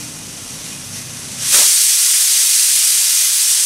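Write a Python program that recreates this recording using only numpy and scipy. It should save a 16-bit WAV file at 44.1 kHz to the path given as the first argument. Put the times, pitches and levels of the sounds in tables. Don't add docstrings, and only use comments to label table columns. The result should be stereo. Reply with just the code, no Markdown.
import sys
import numpy as np
from scipy import signal
from scipy.fft import rfft, irfft, next_fast_len
from scipy.io import wavfile
from scipy.ndimage import uniform_filter1d

SR = 44100
rng = np.random.default_rng(int(sys.argv[2]) if len(sys.argv) > 2 else 0)


def waveform_to_disk(signal):
    frames = np.transpose(np.atleast_2d(signal))
    scaled = np.clip(frames, -1, 1) * 32767
    samples = np.round(scaled).astype(np.int16)
    wavfile.write(sys.argv[1], SR, samples)


def linear_from_db(decibels):
    return 10 ** (np.asarray(decibels, float) / 20)


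N = 160965


def level(x, db):
    return x * linear_from_db(db) / np.sqrt(np.mean(x ** 2))


def walk(rate):
    hold = int(SR / rate)
    steps = np.repeat(rng.standard_normal(N // hold + 1), hold)
    return 1.29 * uniform_filter1d(uniform_filter1d(steps, hold), hold)[:N]


def hiss(spectrum, gust_db, flicker_db, rate):
    hz, db = np.array(spectrum).T
    n = next_fast_len(N)
    f = np.arange(1, n // 2 + 2) * SR / n
    colour = linear_from_db(np.interp(np.log(f), np.log(hz), db, left=-90, right=-90))
    spec = rfft(rng.standard_normal(n)) * colour
    out, gust = 0, walk(rate)
    for octave in np.arange(4, 15, .5):
        gust = 0.872 * gust + 0.66 * walk(rate)
        shape = np.cos(np.pi * np.clip(np.log2(f) - octave, -.5, .5)) ** 2
        swell_db = gust_db * gust + flicker_db * walk(3.0 * rate)
        out = out + irfft(spec * shape, n)[:N] * linear_from_db(swell_db)
    return level(out, 0)


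def ring(x, hz, width):
    return signal.lfilter(*signal.iirpeak(hz, hz / width, fs=SR), x)


def decay(age, t60):
    return 1000. ** (-age / t60)


def gate(t, a, b, edge_s):
    return np.clip(np.minimum(t - a, b - t) / edge_s, 0, 1)


def band(x, lo, hi):
    n = next_fast_len(N)
    f = np.arange(n // 2 + 1) * SR / n
    return irfft(rfft(x, n) * (f >= lo) * (f < hi), n)[:N]


def duck_db(t):
    start_s, depth_db, tau_s = 1.5, -25, .08
    return depth_db * (1 - np.exp(-np.maximum(t - start_s, 0) / tau_s))


# (time [s], level [dB])
STEAM_FLOW = [(0, -29), (.1, -31.5), (.47, -30.5), (.53, -29), (.61, -30), (.69, -28), (.78, -30),
              (.91, -30.5), (.97, -26.5), (1.04, -29.5), (1.3, -29.5), (1.37, -29), (1.44, -21),
              (1.5, -16.5), (1.543, -8.5), (1.78, -12.5), (2.5, -12.5), (3.65, -13.5)]
# (frequency [Hz], density [dB per Hz])
LEAK_SPECTRUM = [(1000, -13), (2500, -4.5), (5100, -5.5), (5700, -1), (6700, -3), (11000, -6),
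                 (12500, -15.5), (15300, -21.5)]
# (frequency [Hz], density [dB per Hz])
JET_SPECTRUM = [(150, -44), (400, -32.5), (800, -27), (2330, -11), (5600, -3.5), (8600, -1.5),
                (11200, -5.5), (15800, -19)]
# (frequency [Hz], width [Hz], level [dB])
LID_PEAKS = [(4460, 50, -26), (4810, 63, 0), (5280, 20, 5), (5646, 48, 5.5), (6157, 28, 8.5),
             (6290, 130, -1.5), (7300, 32, -33), (7800, 210, -11.5), (8590, 340, -3), (9200, 100, -6),
             (9680, 21, -5), (9540, 28, 7.5), (10700, 53, 2), (10400, 140, -15)]


def steam(t):
    lift_s, lift_width_s = 1.47, .07
    lid_db, room_db, room_t60_s = -8, -7, .25
    jet_share = .5 + .5 * np.tanh((t - lift_s) / lift_width_s)
    leak = linear_from_db(-0.2) * hiss(LEAK_SPECTRUM, gust_db=.5, flicker_db=0.5, rate=5.82)
    jet = linear_from_db(0.2) * hiss(JET_SPECTRUM, gust_db=-0.28, flicker_db=0.45, rate=7)
    x = np.sqrt(1 - jet_share) * leak + np.sqrt(jet_share) * jet
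    x = x * linear_from_db(0.71 * walk(300))
    x = x + linear_from_db(lid_db) * sum(linear_from_db(db + 4) * ring(x, hz, width) for hz, width, db in LID_PEAKS)
    age = np.arange(int(.4 * SR)) / SR
    walls = rng.standard_normal(len(age)) * decay(age, room_t60_s) * (age > .002)
    walls = walls / np.sqrt(np.sum(walls ** 2))
    already_hissing = np.r_[x[len(age):0:-1], x]
    wet = signal.fftconvolve(already_hissing, walls, "valid")[1:N + 1]
    flow_s, flow_db = np.array(STEAM_FLOW).T
    return level(x + linear_from_db(room_db) * wet, 0) * linear_from_db(np.interp(t, flow_s, flow_db) - duck_db(t))


# (frequency [Hz], density [dB per Hz])
RUMBLE_SPECTRUM = [(20, -16), (75, -10), (140, 0), (240, -5.5), (370, -12), (520, -12), (1400, -18.5),
                   (2600, -40)]
# (frequency [Hz], level [dB])
FAN_HUM = [(100, -52), (124, -53), (155, -53), (197, -55), (249, -48), (305, -56)]


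def kitchen(t):
    hum = 0
    for (hz, db), spread_db in zip(FAN_HUM, [4.9, 11.0, 4.5, 5.5, 1.4, 5.9]):
        strength = np.sqrt(2) * linear_from_db(db + spread_db * walk(5.9))
        turns = hz * np.cumsum(1 + 0.00701 * walk(6)) / SR
        hum = hum + strength * np.sin(2 * np.pi * turns)
    return linear_from_db(-38.5) * hiss(RUMBLE_SPECTRUM, gust_db=0.0, flicker_db=0.9, rate=3.95) + hum


# (time [s], level [dB])
WEIGHT_PUFFS = [
    (1.543, -22),
    (1.589, -24.5),
    (1.62, -31.5),
]
# (frequency [Hz], density [dB per Hz])
PUFF_SPECTRUM = [(90, -19), (170, -5.5), (300, -7), (520, 2), (800, -3), (1200, 1), (3000, -1), (6000, -12)]


def puffs(t):
    attack_s, t60_s = 0.012, 0.27
    env = 0
    for start_s, db in WEIGHT_PUFFS:
        age = t - start_s
        rise = np.exp(np.minimum(age, 0) / attack_s)
        fall = decay(np.maximum(age, 0), t60_s)
        env = env + linear_from_db(db) * np.where(age < 0, rise, fall)
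    return env * hiss(PUFF_SPECTRUM, gust_db=0.9, flicker_db=4.0, rate=12) * linear_from_db(-duck_db(t))


# (frequency [Hz], level [dB], t60 [s])
LID_BOOM = [(172, -36, .3), (395, -41, .3), (515, -34, .25)]


def boom(t):
    age = np.maximum(t - 1.57, 0)
    push = 1 - np.exp(-age / 0.0088)
    modes = sum(linear_from_db(db) * decay(age, t60) * np.sin(2 * np.pi * hz * age) for hz, db, t60 in LID_BOOM)
    return push * modes * linear_from_db(-duck_db(t))


def scene():
    t = np.arange(N) / SR
    return np.tile(steam(t) + puffs(t) + boom(t) + kitchen(t), (2, 1))


# (time [s], centre [Hz])
STEREO_SLIPS = [(.17, 8500), (.29, 9650), (1.22, 11400), (1.29, 9050), (1.588, 11200), (1.87, 4800),
                (1.87, 9100), (2.4, 4700), (2.589, 9100), (2.73, 5060), (2.729, 9100), (3.055, 7100),
                (3.19, 7700), (3.2, 350), (3.52, 330)]
# (start [s], end [s], low edge [Hz], high edge [Hz], level [dB])
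LONG_LOW_SLIP = (0.8, 1.4, 300, 622, -16.5)


def stereo_slips(mono, t):
    length_s, edge_ratio, slip_db = 0.028, 1.14, -0.5
    slips = [(s - length_s / 2, s + length_s / 2, hz / edge_ratio, hz * edge_ratio, slip_db)
             for s, hz in STEREO_SLIPS]
    side = 0
    for a, b, lo, hi, db in slips + [LONG_LOW_SLIP]:
        side = side + linear_from_db(db) * gate(t, a, b, 0.018) * np.roll(band(mono, lo, hi), 999)
    return side


# (start [s], end [s], frequency [Hz], level [dB])
FAINT_TONES = [(1.6, 2.28, 32.3, -67), (1.6, 2.28, 64.6, -69), (1.6, 2.4, 96.9, -64),
               (2.67, 3.4, 64.6, -57.5), (3.38, 3.7, 64.6, -64), (2.66, 2.76, 58, -59),
               (2.67, 3.7, 129.2, -70), (2.4, 3.7, 397, -66)]


def faint_tones(t):
    return sum(np.sqrt(2) * linear_from_db(db) * np.sin(2 * np.pi * hz * t) * gate(t, a, b, 0.018)
               for a, b, hz, db in FAINT_TONES)


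def top_cut(x):
    return signal.sosfilt(signal.butter(12, 16400, fs=SR, output="sos"), x)


def record(dry):
    headroom = 1.0
    quiet_top_hz, loud_top_hz, top_opens_s = 15150, 15770, 1.465
    t = np.arange(N) / SR
    x = dry[0] * linear_from_db(duck_db(t))
    x = x / (1 + (x / headroom) ** 6) ** (1 / 6) + faint_tones(t)
    top = gate(t, top_opens_s, 9, .02) * band(x, quiet_top_hz, loud_top_hz)
    mid = band(x, 0, quiet_top_hz) + top
    side = stereo_slips(x, t)
    return top_cut(np.clip(np.array([mid + side, mid - side]), -1, 1))


dry = scene()
out = record(dry)
waveform_to_disk(out)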